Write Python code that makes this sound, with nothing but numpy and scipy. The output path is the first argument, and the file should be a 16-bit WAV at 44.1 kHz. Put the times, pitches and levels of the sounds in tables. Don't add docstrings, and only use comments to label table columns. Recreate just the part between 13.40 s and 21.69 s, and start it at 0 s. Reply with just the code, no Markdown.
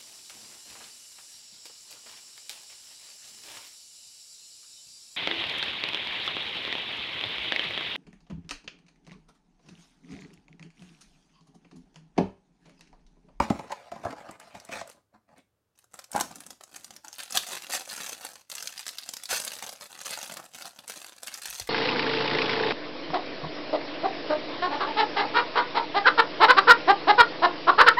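import sys
import numpy as np
from scipy import signal
from scipy.fft import rfft, irfft, next_fast_len
from scipy.io import wavfile
from scipy.ndimage import uniform_filter1d

SR = 44100
rng = np.random.default_rng(int(sys.argv[2]) if len(sys.argv) > 2 else 0)


def transcribe(u):
    v = np.clip(np.atleast_2d(u).T, -1, 1)
    q = np.round(v * 32767).astype(np.int16)
    wavfile.write(sys.argv[1], SR, q)


N = 365588
JOLT_LEAD = 256

# frequency_hz, gain_db
FILM_COLOUR = [(500, -52), (1000, -6), (1500, -1.5), (2100, -2), (3300, -1), (5000, 0.5), (8000, -1),
               (11000, -4), (13800, -7), (16000, -18.5)]
# frequency_hz, gain_db
STACK_COLOUR = [(40, -30), (100, -18), (200, -6.5), (420, -8), (560, 0.5), (630, -2.5), (740, 2.5),
                (1100, -5), (1450, -2.5), (2200, -17), (6000, -56.5)]
# frequency_hz, gain_db
THUMP_COLOUR = [(25, -28.5), (70, -8.5), (120, -5.5), (190, 0), (280, 1.5), (390, -5), (1200, -68.5)]
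# frequency_hz, gain_db
SCRAPE_COLOUR = [(700, -23.5), (1300, -2), (2150, 3), (3300, -6), (4700, -6), (7000, -10.5), (10000, -18),
                 (15000, -31)]


def snaps():
    # start_s, film_level_db, facet_pitch_hz, stack_level_db
    ticks_and_pops = [(0.911, -47.5, 7950, -61), (0.9996, -47, 8600, -51.5), (1.2, -47.5, 5600, -72),
                      (1.25, -47, 8400, -59), (1.4753, -50.5, 8500, -55), (1.499, -48, 9000, -53.5),
                      (1.98, -60.5, 9000, -64), (2.389, -54, 11550, -76), (2.442, -59, 9000, -64),
                      (2.541, -43, 8000, -50), (2.5906, -39.5, 1660, -48), (2.6418, -45.5, 5800, -63),
                      (2.7167, -37.5, 9500, -64), (2.732, -38.5, 6140, -60), (2.7628, -32, 8950, -37),
                      (2.8, -29.5, 9400, -52), (2.8096, -22.5, 5930, -30), (2.9129, -46.5, 7200, -52),
                      (2.957, -40, 7160, -53), (3.005, -41, 10400, -71), (3.065, -41.5, 9400, -56.5),
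                      (3.1053, -39.5, 6500, -51.5), (3.2093, -48.5, 1510, -50),
                      (3.2369, -42.5, 6800, -54.5), (3.3624, -39, 6400, -59), (3.4448, -39, 6600, -64),
                      (3.507, -43, 5600, -51), (3.5641, -42, 5600, -59.5), (3.6469, -44, 6660, -48),
                      (3.6821, -39, 6100, -70), (3.7291, -39, 6100, -57), (3.8335, -37, 9100, -56),
                      (3.907, -36.5, 7000, -51), (3.9238, -30.5, 5400, -62), (3.954, -26.5, 7540, -46),
                      (3.9729, -16.5, 3420, -36.5), (4.0868, -40, 5800, -49), (4.2218, -38, 6640, -66),
                      (4.3076, -37, 8700, -55), (4.3366, -34, 1490, -38), (4.3506, -30.5, 5540, -38.5),
                      (4.4761, -44.5, 7400, -46.5), (4.4988, -35, 4970, -60), (4.5296, -36.5, 9400, -46),
                      (4.5792, -42, 2660, -44), (4.6039, -36, 2090, -45), (4.6946, -37.5, 9600, -47),
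                      (4.7282, -41.5, 1990, -47.5), (4.8494, -34, 8700, -41), (5.0996, -36.5, 7770, -54.5),
                      (5.116, -34, 4300, -59), (5.1253, -40.5, 9550, -47), (5.1524, -33, 7440, -61),
                      (5.1818, -34.5, 2970, -72), (5.2251, -32.5, 5600, -61), (5.2733, -28.5, 4240, -72),
                      (5.378, -35.5, 4480, -59), (5.466, -32, 4970, -49.5), (5.4804, -31, 6400, -59),
                      (5.4907, -31.5, 4530, -54), (5.5846, -30, 4600, -62), (5.634, -40, 4550, -73),
                      (5.6902, -30.5, 7150, -49), (5.7369, -31.5, 5500, -51), (5.768, -34, 5650, -49),
                      (5.8356, -34.5, 10200, -60), (5.8556, -34, 4470, -62), (5.9104, -31.5, 3500, -41),
                      (5.9294, -28.5, 1400, -32), (5.9639, -34.5, 4730, -51), (6.0006, -29.5, 9600, -44),
                      (6.038, -38, 6300, -56), (6.0494, -30.5, 10870, -66), (6.0783, -29, 4350, -62),
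                      (6.1531, -39, 7950, -72), (6.1874, -38.5, 5300, -57), (6.2246, -33.5, 1950, -39.5),
                      (6.292, -34.5, 4670, -45.5), (6.3275, -47.5, 1490, -46.5), (6.41, -40, 4850, -49.5),
                      (6.6145, -37.5, 6530, -48.5), (6.6675, -38.5, 5170, -43), (6.7083, -32, 9300, -44),
                      (6.7747, -37, 8040, -40.5), (6.7884, -37, 6000, -43), (6.829, -34.5, 5970, -45.5),
                      (6.8975, -38.5, 3200, -42.5), (6.9211, -38, 7500, -43), (6.97, -35, 1490, -45),
                      (7.1365, -51, 6000, -68), (7.2223, -37, 4500, -49), (7.2549, -38.5, 4630, -43.5),
                      (7.3891, -41, 3350, -51), (7.479, -36, 8300, -53), (7.4979, -34.5, 9100, -41.5),
                      (7.8322, -35, 8600, -46.5), (7.8718, -32.5, 3920, -61), (7.881, -34, 2600, -52),
                      (7.9407, -31.5, 5350, -74), (8.0344, -39.5, 7900, -56), (8.057, -32, 1950, -50),
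                      (8.1022, -35.5, 11800, -72), (8.198, -30, 6040, -42.5), (8.273, -39, 1780, -62)]
    out = np.zeros(N)
    for start_s, film_db, hz, stack_db in ticks_and_pops:
        life_s = 0.019 * (5000 / hz) ** 0.5
        film_jolt = jolt(life_s, lead_db=-17.5)
        crack = filtered(film_jolt, colour(FILM_COLOUR), facet(hz, damping=0.32, broad=0.5))
        tap = filtered(jolt(t60=0.014, lead_db=-8.5), colour(STACK_COLOUR))
        film_part = amp(film_db) * dose(crack, 0.0031)
        stack_part = amp(stack_db) * dose(tap, 0.0072)
        add(out, start_s - JOLT_LEAD / SR, film_part + stack_part)
    return out


def crinkle(count=14):
    # start_s, length_s, crinkle_level_db, stack_level_db
    film_pulls = [(1.495, 0.022, -55.5, -70), (2.373, .04, -68, -74.5), (2.535, 0.077, -61, -65),
                  (2.745, 0.058, -46, -38), (2.84, 0.2, -60.5, -64.5), (3.07, 0.058, -58.5, -64),
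                  (3.21, 0.14, -68, -69), (3.335, 0.032, -51.5, -56.5), (3.39, 0.17, -61.5, -70),
                  (3.65, 0.038, -55.5, -56), (3.74, 0.17, -54.5, -68), (3.785, .035, -42, -52),
                  (3.93, 0.04, -42.5, -51), (3.955, 0.017, -31.5, -40), (4.03, 0.49, -47, -58),
                  (4.115, 0.053, -41, -46), (4.3, .13, -48.5, -49), (4.325, 0.036, -33, -50),
                  (4.512, 0.223, -42, -51), (4.75, .26, -52.5, -58), (4.835, 0.049, -46, -54),
                  (5.118, .14, -47, -57.5), (5.29, 0.8, -52.5, -63.5), (5.37, .05, -46.5, -64),
                  (5.9, .07, -32, -42.5), (5.98, .15, -43.5, -52), (6.14, 0.22, -49, -56),
                  (6.215, 0.036, -45.5, -49.5), (6.415, 0.042, -49, -56), (6.51, 0.12, -51, -57),
                  (6.655, .085, -40, -51.5), (6.76, .18, -45.5, -54.5), (6.975, 0.023, -48.5, -43),
                  (7.02, 0.048, -57, -58.5), (7.145, .13, -46, -52.5), (7.3, 0.154, -61.5, -64.5),
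                  (7.49, .17, -45, -55.5), (7.68, 0.11, -53.5, -59.5), (7.835, 0.156, -49, -58.5),
                  (8.025, .19, -44.5, -57.5), (8.23, .06, -62, -67)]
    film_gain, stack_gain = gestures(film_pulls, rise=760, sag=6.1, fall=550)

    tension = np.minimum(film_gain / amp(-40.5), 4)
    rate = 16 + 26 * tension ** 2

    film, push = np.zeros(N), np.zeros(N)
    for hz in np.geomspace(1450, 12000, count):
        flicks = slips(rate, spread_db=9)
        ring = filtered(burst(t60=0.0092), facet(hz, damping=0.51, broad=0.41))
        film += signal.oaconvolve(flicks, dose(ring, 0.001))[:N]
        push += flicks

    rub = amp(-13) * rng.standard_normal(N)
    film = patchy(filtered(unit(film) + rub, colour(FILM_COLOUR)), depth_db=1.0)
    stack = patchy(filtered(unit(push) + rub, colour(STACK_COLOUR)), depth_db=2)
    return film_gain * film + stack_gain * stack


def knocks():
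    # start_s, panel_level_db, thump_level_db, tick_level_db, panel_pitch_hz
    blows = [(0.001, -19, -25, -36.5, 940), (0.101, -26.5, -18.5, -34.5, 840),
             (0.126, -42, -51, -56.5, 745), (0.192, -36, -41.5, -44, 870), (0.241, -48, -66, -68, 860),
             (0.303, -39.5, -68, -63, 810), (0.319, -34.5, -64, -35.5, 820),
             (0.517, -37.5, -46.5, -47, 676), (0.56, -45.5, -51, -54, 730), (0.635, -42, -54, -51.5, 760),
             (0.65, -30.5, -39, -44, 670), (0.663, -34, -45, -54, 760), (0.707, -52, -49, -44.5, 745),
             (0.726, -41, -50, -48, 690), (0.89, -44, -43.5, -52, 660), (1.149, -47, -59, -44.5, 704),
             (1.289, -44.5, -47, -48, 684), (1.412, -37, -53, -46, 635), (2.746, -32, -36, -48, 935),
             (2.758, -28, -50, -39, 820), (2.806, -37, -40, -44, 1010)]
    out = np.zeros(N)
    thump = dose(filtered(signal.unit_impulse(SR // 10), colour(THUMP_COLOUR)), 0.0071)
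    for start_s, panel_db, thump_db, tick_db, hz in blows:
        ring = filtered(burst(t60=0.025), panels, facet(hz, damping=0.15, broad=0.66))
        tick = filtered(burst(t60=0.035), colour(SCRAPE_COLOUR))
        add(out, start_s, amp(panel_db) * dose(ring, 0.013) + amp(tick_db) * dose(tick, 0.0042))
        add(out, start_s + 0.0034, amp(thump_db) * thump)
    return out


def slide():
    # start_s, length_s, panel_level_db, scrape_level_db, hollow_level_db
    rubs = [(0, 0.042, -44, -42, -38.5), (.05, 0.13, -49, -53, -59), (.19, .3, -52.5, -58.5, -67),
            (.305, 0.012, -40, -51.5, -59), (.52, 0.14, -51.5, -59.5, -53), (.64, 0.082, -45, -56, -51),
            (.765, 0.061, -48, -56, -58), (.85, 0.11, -53, -60.5, -61), (1.01, 0.33, -57.5, -59.5, -69),
            (1.15, 0.022, -49, -52, -51.5), (1.315, .06, -41.5, -41, -52), (1.38, 0.037, -53, -45, -60),
            (1.46, 0.064, -62.5, -65, -73.5), (1.55, 0.045, -64.5, -83, -66),
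            (1.742, 0.021, -59.5, -74.5, -65), (1.89, 0.054, -61.5, -74.5, -70),
            (1.965, 0.037, -66, -66, -67), (2.755, 0.021, -32, -47, -40.5), (2.8, 0.124, -49, -62, -52.5),
            (2.92, 0.21, -69, -82, -62.5), (3.33, 0.27, -70.5, -71, -67)]
    panel_gain, scrape_gain, hollow_gain = gestures(rubs, rise=1200, sag=12, fall=840)
    friction = slips(380, spread_db=7.0) + 0.5 * rng.standard_normal(N)
    body = patchy(filtered(friction, panels), depth_db=2.5, size=512)
    fibres = friction + rng.standard_normal(N)
    scrape = patchy(filtered(fibres, colour(SCRAPE_COLOUR)), depth_db=3.5, size=384)
    hollow = unit(filtered(friction, colour(THUMP_COLOUR)))
    return panel_gain * body + scrape_gain * scrape + hollow_gain * hollow


def bumps():
    # start_s, pitch_hz, level_db (before onset and decay), t60_s
    thuds = [(.002, 66, -17, 0.083), (.652, 110, -30, 0.093), (5.915, 66.7, -46, 0.13),
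             (8.08, 50.3, -55, 0.28), (8.211, 88, -31, 0.055), (8.227, 49, -45, 0.13)]
    out, t = np.zeros(N), np.arange(SR // 4) / SR
    for start_s, hz, db, t60 in thuds:
        onset = 1 - np.exp(-t / 0.0079)
        add(out, start_s, amp(db - 60 * t / t60) * np.sin(2 * np.pi * hz * t) * onset)
    return out


def room(x, near_db, wet_db, size=3072, order=16384):
    # frequency_hz, t60_s
    room_decay = [(150, 0.39), (700, 0.25), (2000, 0.27), (5000, 0.31), (14000, 0.27)]
    out = x.copy()
    for start in range(0, N, size):
        hz, t, z = signal.stft(rng.standard_normal(order), SR, nperseg=256)
        decay = amp(-60 * t / along(room_decay, hz)[:, None])
        tail = signal.istft(z * decay, SR, nperseg=256)[1]
        near = burst(t60=0.025, size=len(tail))
        near = np.pad(near, (SR // 1000, 0))[:len(tail)]
        paths = amp(wet_db) * tail / np.linalg.norm(tail) + amp(near_db) * near / np.linalg.norm(near)
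        add(out, start / SR, signal.fftconvolve(x[start:start + size], paths))
    return out


def room_air():
    # frequency_hz, gain_db
    air_colour = [(18, -46.5), (30, -18), (63, 2.5), (118, 5.5), (145, -4), (554, -6.5), (632, -5.5),
                  (684, -12.5), (1350, -13), (2060, -19.5), (16000, -26)]
    return amp(-79.0) * unit(filtered(rng.standard_normal(N), colour(air_colour)))


def jolt(t60, lead_db, size=3072):
    t = (np.arange(size) - JOLT_LEAD) / SR
    after = np.maximum(t, 0)
    lead = amp(lead_db + 60 * np.minimum(t, 0) / 0.027) * (t < 0)
    fall = amp(-60 * after / t60) + 0.54 * amp(-60 * after / 0.0033)
    return rng.standard_normal(size) * (lead + fall * (t >= 0))


def burst(t60, size=3072):
    return rng.standard_normal(size) * amp(-60 * np.arange(size) / SR / t60)


def slips(rate, spread_db):
    sizes = amp(spread_db * (2 * rng.random(N) - 1)) * rng.choice([-1, 1], N)
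    happens = rng.random(N) < rate / SR
    return unit(sizes * happens / np.sqrt(rate))


def gestures(rows, rise, sag, fall):
    power = np.zeros((len(rows[0]) - 2, N))
    t = np.arange(SR) / SR - 0.1
    for start_s, length_s, *columns_db in rows:
        held = sag * np.clip(t, 0, length_s)
        shape_db = rise * np.minimum(t, 0) - held - fall * np.maximum(t - length_s, 0)
        for track, db in zip(power, columns_db):
            add(track, start_s + t[0], amp(db + shape_db) ** 2)
    return np.sqrt(power)


def patchy(x, depth_db, size=256):
    z = signal.stft(x, nperseg=size)[2]
    field = rng.standard_normal(z.shape)
    for _ in range(2):
        field = uniform_filter1d(field, size=4, axis=0)
        field = uniform_filter1d(field, size=6, axis=1)
    return unit(signal.istft(z * amp(depth_db * unit(field)), nperseg=size)[1][:N])


def resonance(f, hz, width):
    return 1j * f * width / (hz * hz - f * f + 1j * f * width)


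def panels(f):
    # frequency_hz, width_hz, level_db
    panel_modes = [(423, 190, -7.5), (568.6, 63, 2), (688, 63, 2.5), (854, 93, 0), (1012, 48, -0.5),
                   (1200, 150, -6), (1700, 220, -18)]
    return sum((-1) ** k * amp(db) * resonance(f, hz, width)
               for k, (hz, width, db) in enumerate(panel_modes))


def facet(hz, damping, broad):
    return lambda f: broad + resonance(f, hz, damping * hz)


def colour(points):
    def response(hz):
        cepstrum = irfft(np.log(amp(along(points, hz))))
        cepstrum[1:len(hz) - 1] *= 2
        cepstrum[len(hz):] = 0
        return np.exp(rfft(cepstrum))
    return response


def filtered(x, *responses):
    size = 2 * next_fast_len((len(x) + 4096) // 2)
    hz = np.fft.rfftfreq(size, 1 / SR)
    total = np.prod([r(hz) for r in responses], axis=0)
    return irfft(rfft(x, size) * total, size)[:len(x)]


def along(points, hz):
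    f, v = np.transpose(points)
    return np.interp(np.log(hz + 1), np.log(f + 1), v)


def amp(db):
    return 10 ** (np.asarray(db) / 20)


def unit(x):
    return x / np.sqrt(np.mean(x ** 2) + 1e-20)


def dose(x, seconds):
    return x * np.sqrt(seconds * SR / (np.sum(x ** 2) + 1e-20))


def add(track, s, sound):
    start = round(s * SR)
    sound, start = sound[max(0, -start):], max(0, start)
    track[start:start + len(sound)] += sound[:max(0, N - start)]


def scene():
    film = room(snaps() + crinkle(), near_db=-4.0, wet_db=-8.0)
    box = room(knocks() + slide(), near_db=-7.5, wet_db=-8.5)
    return (film + box + bumps() + room_air())[None]


def record(dry):
    return np.array([filtered(channel, lambda hz: hz < 16000) for channel in dry])


dry = scene()
out = record(dry)
transcribe(out)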